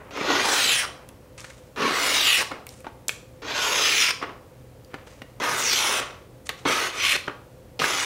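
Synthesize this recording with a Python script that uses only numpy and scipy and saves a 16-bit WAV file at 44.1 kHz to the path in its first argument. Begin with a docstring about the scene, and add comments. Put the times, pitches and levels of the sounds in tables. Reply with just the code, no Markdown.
"""A dense, dry rasp, six times over: a sharp knife drawn through a sheet of paper held in the air.
The rasp is fibres parting; as each freed strip grows longer, its ringing slides down. Between strokes
the blade taps the edge, cut strips flick free and fingers shift on the sheet. Behind it all is a bare
room with a fan humming. Both channels carry the same sound."""
import sys
import numpy as np
from scipy import signal
from scipy.io import wavfile
from scipy.ndimage import uniform_filter1d, map_coordinates

SR = 44100
rng = np.random.default_rng(int(sys.argv[2]) if len(sys.argv) > 2 else 0)


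def materialize(psi):
    """Save the field psi as 16-bit PCM at rate SR to the path in sys.argv[1].

    A 1-D psi becomes a single channel; in a 2-D psi each row is a channel.
    """
    bounded = np.clip(np.atleast_2d(psi).T, -1, 1)
    quanta = np.round(bounded * 32767).astype(np.int16)
    wavfile.write(sys.argv[1], SR, quanta)


N = 355005

# Knife strokes, a table each: time_s, level_db, strip_share (0 all sheet, 1 all strip), lowest_ring_hz
STROKES = [
    [(.107, -48.5, 0.1, 7000), (.17, -35.5, 0, 6850), (.3, -23, 0.05, 6500), (.5, -24, 0.4, 5600),
     (.62, -23.5, 0.64, 4200), (.72, -22, 0.74, 3230), (.8, -26.5, 0.93, 2200), (.856, -30.5, 0.2, 1110)],
    [(1.76, -36.5, 0.12, 6800), (1.83, -24, 0.06, 6250), (2.04, -25.5, 0.49, 5350), (2.2, -23.5, 0.7, 4280),
     (2.35, -21, 0.96, 2880), (2.39, -23.5, 0.76, 2170), (2.432, -25.5, 0.4, 1230)],
    [(3.419, -43, 0.02, 3780), (3.48, -32.5, 0.16, 3600), (3.66, -26.5, 0.51, 3470),
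     (3.79, -24.5, 0.48, 3100), (3.95, -24, 0.65, 2960), (4.04, -21, 0.77, 2640),
     (4.116, -24.5, 0.64, 2070)],
    [(5.4, -34, 0.02, 9000), (5.44, -25.5, 0.27, 8300), (5.58, -28.5, 0.47, 7750),
     (5.66, -27.5, 0.66, 5500), (5.74, -23, 0.7, 4000), (5.85, -25, .55, 3150), (6.005, -28, 0.45, 2450)],
    [(6.652, -27.5, 0.08, 3100), (6.69, -24, 0.55, 2960), (6.87, -28.5, 0.47, 2970),
     (6.92, -40.5, 0.37, 2800), (7.03, -26, 0.76, 2630), (7.12, -23, 0.99, 2350), (7.168, -26, 0.49, 1580)],
    [(7.792, -26.5, 0., 6600), (7.838, -26.5, 0.33, 6500), (7.9, -28, 0.33, 6500), (8.05, -30, 0.34, 6100)],
]
# Bands of the rasp (flap, drum, low tear, high tear, bite, low hiss, high hiss): centre_hz
RASP_BANDS = [330, 1150, 2300, 4300, 6200, 8200, 14000]
# Tone as the strip takes over, against the tear: strip_share, flap_db, drum_db, bite_db, hiss_db
TAKEOVER_TONE = [(0., 2.5, -1, -4.5, -19), (.2, -7, 0.5, -9.5, -15.5), (.5, -11., -1, -3.5, -5.5),
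                 (.7, -14, -13, -4.5, -11.5), (1., -28.5, -13.5, -7.5, -4.5)]
# Tone of the grip, a row a stroke: flap_db, drum_db, bite_db, hiss_db
GRIP_TONE = [(-2.5, 0.5, -2, 2), (0., 2, -4.5, 1), (0.5, -0.5, 1, -2.5), (1, 2, 1., 4.5), (1, -1.5, -3, 0),
             (-3.5, -3, -1, 6)]
# Rings of a fully free strip: pitch_ratio, width_octaves, boost_db
STRIP_MODES = [(1.0, .55, 10), (2.0, .17, 10), (3.4, .17, 13), (5.2, .1, 9)]
# How freely each stroke's strip rings once it has taken over: freedom (0-1)
STRIP_FREEDOM = [.55, .6, .75, .5, .15, .45]
# Body resonances of the held sheet, scaled in use: frequency_hz, boost_db
SHEET_BODY = [(200, 1.5), (430, 6.5), (750, 2), (1150, 7), (1650, 5), (2100, 6), (3100, 4), (4800, 1.5),
              (6100, 4), (7900, 2.5), (9500, 1.5), (12400, -4), (15500, -6)]
# Fingers and strips rustling: peak_s, level_db, rise_s, t60_s, tilt_db (per octave near 2 kHz)
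RUSTLES = [(0.002, -44.5, 0.0031, 0.99, -8), (.86, -41, 0.01, 0.9, -8), (1.379, -40.5, .004, 0.75, -0.14),
           (2.513, -32.5, 0.0079, 0.32, -8.5), (2.7, -52.5, 0.025, 0.62, 1), (2.867, -37, .025, 0.11, -4.5),
           (4.225, -26, 0.016, 0.33, -6), (4.95, -41.5, 0.046, 0.38, -4), (5.076, -48, 0.019, 0.78, -1),
           (6.006, -29, 0.0043, 0.51, -3), (6.471, -37.5, 0.018, 0.015, 1.1),
           (6.496, -27.5, 0.0052, 0.12, -2.5), (6.59, -42.5, 0.017, 0.3, -1), (7.28, -28, 0.0074, 0.15, -7)]
# Blade taps and strip flicks: start_s, level_db, ring_hz, thud_relative_db, tick_relative_db
TAPS = [(0.109, -34, 2500, 1, -14), (0.173, -22.5, 980, -8, -15), (0.2105, -30.5, 1210, 11.5, -25),
        (1.0897, -37, 2730, -18, 9), (1.3797, -44, 1160, -5, -1), (1.405, -30.5, 5500, -19, -13),
        (1.4435, -28.5, 1780, -33, -15), (1.503, -33.5, 1700, -20, -12), (1.7613, -34, 3000, -6, -12),
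        (2.5152, -21.5, 1440, -13, -32), (2.6677, -31.5, 2230, -24, 8), (2.6907, -30.5, 4900, -11, -2),
        (2.8055, -45, 2240, -8, 10), (2.8445, -34.5, 1180, -1, -26), (2.867, -29, 890, 3, -32),
        (3.0828, -12, 7200, -50, -32), (3.0927, -11.5, 2260, -48, -9), (3.4193, -41, 3000, -7, -10),
        (4.2265, -20, 1110, -27, -37), (4.847, -42, 4500, -24, -2), (4.9418, -22.5, 1390, -0.5, -33),
        (5.071, -44.5, 1420, 7, -17), (5.2187, -27, 1750, -1, -14), (5.401, -31, 1110, -4, -5),
        (6.4919, -12.5, 2580, -51, -9), (6.6552, -22, 258, 1, -24), (6.699, -23.5, 525, 5.5, -30),
        (7.268, -36, 5000, -30, -15), (7.2797, -26, 1210, -5, -35), (7.7997, -14.5, 2980, -11, -24),
        (7.8169, -12, 1240, -12, -21), (7.8412, -9, 1440, -38, -31)]
# Rings of the steel: pitch_hz, gain_db, t60_s
BLADE_MODES = [(2400, -8, .3), (12400, 3, .15)]
# Decay of the bare room: frequency_hz, t60_s
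ROOM_DECAY = [(250, 0.4), (700, 0.66), (1800, 0.39), (4600, 0.43), (12000, .3)]
# Spectrum of the fan's rumble and hiss: frequency_hz, relative_density_db
FAN_SPECTRUM = [(13, -47.5), (22, -41), (49, -4), (121, -6.5), (147, -10.5), (173, -13), (317, -12),
                (394, -14.5), (505, -14.5), (829, -24), (925, -23.5), (1600, -30), (2360, -32),
                (3860, -36.5), (15700, -40.5)]
# Hum of the fan: pitch_hz, width_hz, level_db
FAN_HUM = [(121.9, 5.6, -56), (514, 22, -55)]


def knife_cuts():
    """Fibres part in a dense rasp, coloured by the held sheet and the sliding rings of the strip."""
    times, _, shares, _ = np.concatenate(STROKES).T
    # within a stroke the strip only grows longer, so its pitch never rises
    pitches = np.concatenate([np.minimum.accumulate(np.transpose(rows)[3]) for rows in STROKES])
    handovers_s = [rows[-1][0] + .1 for rows in STROKES[:-1]]

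    def colour_db(hz, t):
        stroke = np.searchsorted(handovers_s, t)
        share = np.interp(t, times, shares)
        freedom = np.array(STRIP_FREEDOM)[stroke] * np.clip(.3 + share, 0, 1)
        rings_db, shimmer_db = strip_ringing(hz, np.interp(t, times, pitches), freedom)
        grain_db = 3.38 * unit_rms(uniform_filter1d(rng.standard_normal(rings_db.shape), 40, 1))
        body_db = curve_at(SHEET_BODY, hz) * (1.5 - freedom)  # fades as the strip takes over
        bass_cut_db = 21 * np.minimum(np.log2((hz + 1) / 220), 0)  # a small sheet has no deep bass
        tone_db = rasp_tone(hz, share, stroke) + body_db + bass_cut_db + rings_db
        tone_db -= 10 * np.log10(np.mean(gain_of(2 * tone_db), 0))  # same power as the tone shifts
        return tone_db + shimmer_db + grain_db  # the grain is the sheet's many narrow modes
    rasp = fibre_snaps(per_s=24000, spread_db=1.3, clump_db=1.1)
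    return gain_of(1) * coloured(rasp, colour_db, size=512) * envelope(STROKES)


def fibre_snaps(per_s, spread_db, clump_db):
    """Fibres give way in tiny snaps of uneven size, clumped over a few milliseconds."""
    snaps = gain_of(spread_db * np.minimum(rng.exponential(1, N), 5)) * rng.standard_normal(N)
    clumps = unit_rms(uniform_filter1d(uniform_filter1d(rng.standard_normal(N), 300), 300))
    snapping = rng.random(N) < per_s / SR
    return unit_rms(snaps * snapping * gain_of(clump_db * clumps))


def rasp_tone(hz, share, stroke):
    """The rasp's EQ in dB, set by the grip and how much the strip's ringing takes over from the sheet."""
    shares, *columns = np.transpose(TAKEOVER_TONE)
    takeover_db = np.array([np.interp(share, shares, column) for column in columns])
    flap, drum, bite, hiss = takeover_db + np.array(GRIP_TONE)[stroke].T
    bands_db = [flap, drum, 0, -1.5, bite, hiss, hiss]
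    widths_db = 10 * np.log10([.17, .37, 1, 1, 1, 3.1, 3.1])  # turn band levels into densities
    fades = [curve_at(list(zip(RASP_BANDS, row)), hz) for row in np.eye(len(RASP_BANDS))]
    return sum(fade * (db - width) for fade, db, width in zip(fades, bands_db, widths_db))


def strip_ringing(hz, lowest_hz, freedom):
    """The strip's broad rings and its shimmer of fine ones, in dB, sliding down as it lengthens."""
    upper_hz = 3200 * (np.maximum(lowest_hz, 2600) / 3200) ** .85  # slides less and stops sooner
    rings_db = 0
    for ratio, width, db in STRIP_MODES:
        octaves_off = np.log2((hz + 1) / ratio / (upper_hz if ratio > 1 else lowest_hz))
        rings_db += db * np.exp(-(octaves_off / width) ** 2)
    frames = len(lowest_hz)
    ripple = rng.standard_normal((600, frames))
    ripple = unit_rms(uniform_filter1d(uniform_filter1d(ripple, 8, 0), 60, 1))
    sliding = map_coordinates(ripple, [hz / upper_hz * 40, np.arange(frames) + 0 * hz], order=1)
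    depth_db = (1.5 + 3.5 * freedom) * np.clip(hz / 7000, .3, 1)  # clearest in the treble
    return freedom * rings_db, depth_db * sliding


def taps_and_flicks():
    """The blade taps or a strip flicks free: a short burst with a ring, a low thud and a bright tick."""
    length = 4000
    out, t = np.zeros(N + length), np.arange(length) / SR
    thud_band = signal.butter(2, [150, 1000], "bandpass", fs=SR, output="sos")
    low_cut = signal.butter(2, 170, "highpass", fs=SR, output="sos")
    tick_band = signal.butter(2, [6000, 13500], "bandpass", fs=SR, output="sos")
    for start_s, db, hz, thud_db, tick_db in TAPS:
        t60_s = 0.024 * (2300 / hz) ** 0.58  # higher taps die faster
        burst = rng.standard_normal(length) * gain_of(-60 * t / t60_s)
        burst[0] += 2.5  # the first contact is the sharpest
        narrow, broad = (signal.sosfilt(low_cut, resonate(resonate(burst, hz, width), hz, width))
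                         for width in (0.5 * hz, min(1.7 * hz, 5000)))
        thud = signal.sosfilt(thud_band, burst)
        tick = signal.sosfilt(tick_band, burst * gain_of(-60 * t / 0.0023))
        for layer, trim_db in [(narrow, -5), (broad, -4), (thud, thud_db), (tick, tick_db)]:
            out[round(start_s * SR):][:length] += gain_of(db + trim_db) * layer / abs(layer).max()
    return out[:N]


def paper_rustles():
    """Shifting fingers and loose strips stir a sparser crackle that swells and dies away."""
    peaks_s, _, rises_s, _, tilts_db = np.transpose(RUSTLES)

    def colour_db(hz, t):
        octaves = np.log2((hz + 1) / 2000)
        tilt = np.maximum(octaves, -2) * (1 + 0.88 * np.maximum(octaves, 0))  # steeper in the treble
        latest = np.maximum(np.searchsorted(peaks_s - rises_s, t) - 1, 0)
        rolloff_db = 3.3 * np.minimum(octaves + 0.76, 0) - 36 * np.maximum(octaves - 2.2, 0)
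        return tilts_db[latest] * tilt + rolloff_db + 1.28 * curve_at(SHEET_BODY, hz)
    swells = [[(s - rise, db - 18), (s, db), (s + t60 / 2, db - 30)] for s, db, rise, t60, _ in RUSTLES]
    crackle = fibre_snaps(per_s=9000, spread_db=2.2, clump_db=2.6)
    return gain_of(-2.5) * coloured(crackle, colour_db, size=256) * envelope(swells)


def blade_ring(shake):
    """The steel rings faintly with whatever shakes it."""
    return sum(gain_of(db) * resonate(shake, hz, np.log(1000) / np.pi / t60)
               for hz, db, t60 in BLADE_MODES)


def room_reverb(send):
    """Bare walls return sparse echoes of random sign, each band dying at its own speed."""
    echoes = np.zeros(SR)
    arrivals = np.arange(250, SR - 20, 20) + rng.integers(0, 20, (SR - 251) // 20)
    echoes[arrivals] = rng.choice([-1., 1.], arrivals.shape)
    tail = coloured(echoes, lambda hz, t: -60 * t / curve_at(ROOM_DECAY, hz), size=256)
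    return signal.fftconvolve(send, tail / np.linalg.norm(tail))[:N]


def fan(wash_db=-50):
    """Ventilation lays a bed of rumble and hiss with two wavering hum tones."""
    wash = coloured(rng.standard_normal(N), lambda hz, t: curve_at(FAN_SPECTRUM, hz), size=4096)
    hum = sum(gain_of(db) * unit_rms(resonate(rng.standard_normal(N), hz, width))
              for hz, width, db in FAN_HUM)
    return gain_of(wash_db) * unit_rms(wash) + hum


def gain_of(db):
    """Decibels to gain."""
    return 10 ** (np.asarray(db) / 20)


def unit_rms(x):
    """Scales to rms 1."""
    return x / np.sqrt(np.mean(x ** 2) + 1e-20)


def curve_at(points, hz):
    """Reads a curve on a log-frequency axis."""
    points_hz, values = np.transpose(points)
    return np.interp(np.log(hz + 1), np.log(points_hz + 1), values)


def resonate(x, hz, width_hz):
    """A two-pole resonance, gain about 1 when narrow."""
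    turn = np.exp(2j * np.pi * hz * np.arange(len(x)) / SR)
    pole = np.exp(-np.pi * width_hz / SR)
    return 2 * (turn * signal.lfilter([1 - pole], [1, -pole], x / turn)).real


def coloured(x, colour_db, size):
    """A moving EQ: filters x by colour_db(hz, t) in frames of size samples."""
    framing = dict(fs=SR, nperseg=size, noverlap=size * 3 // 4)
    hz, t, spectra = signal.stft(x, **framing)
    return signal.istft(spectra * gain_of(colour_db(hz[:, None], t)), **framing)[1][:N]


def envelope(events):
    """A fader ride through each event's (time_s, level_db) points, silent between events."""
    t, out = np.arange(N) / SR, np.zeros(N)
    for rows in events:
        times, db = np.transpose(rows)[:2]
        gate = np.clip(np.minimum(t - times[0] + 1e-4, (times[-1] - t) / 4) / 0.00069, 0, 1)
        out += gain_of(np.interp(t, times, db)) * gate
    return out


def scene():
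    """Paper and knife up front, the room and the fan behind."""
    paper = knife_cuts() + paper_rustles()
    taps = taps_and_flicks()
    steel = blade_ring(paper + taps)
    reverb = room_reverb(gain_of(-9.5) * paper + gain_of(-11) * taps)
    return np.tile(paper + taps + steel + reverb + fan(), (2, 1))


def record(dry):
    """A steep low-pass trims the very top of the mix."""
    lowpass = signal.firwin(511, cutoff=15800, window=("kaiser", 9), fs=SR)
    return signal.oaconvolve(dry, lowpass[None], "same")


dry = scene()
out = record(dry)
materialize(out)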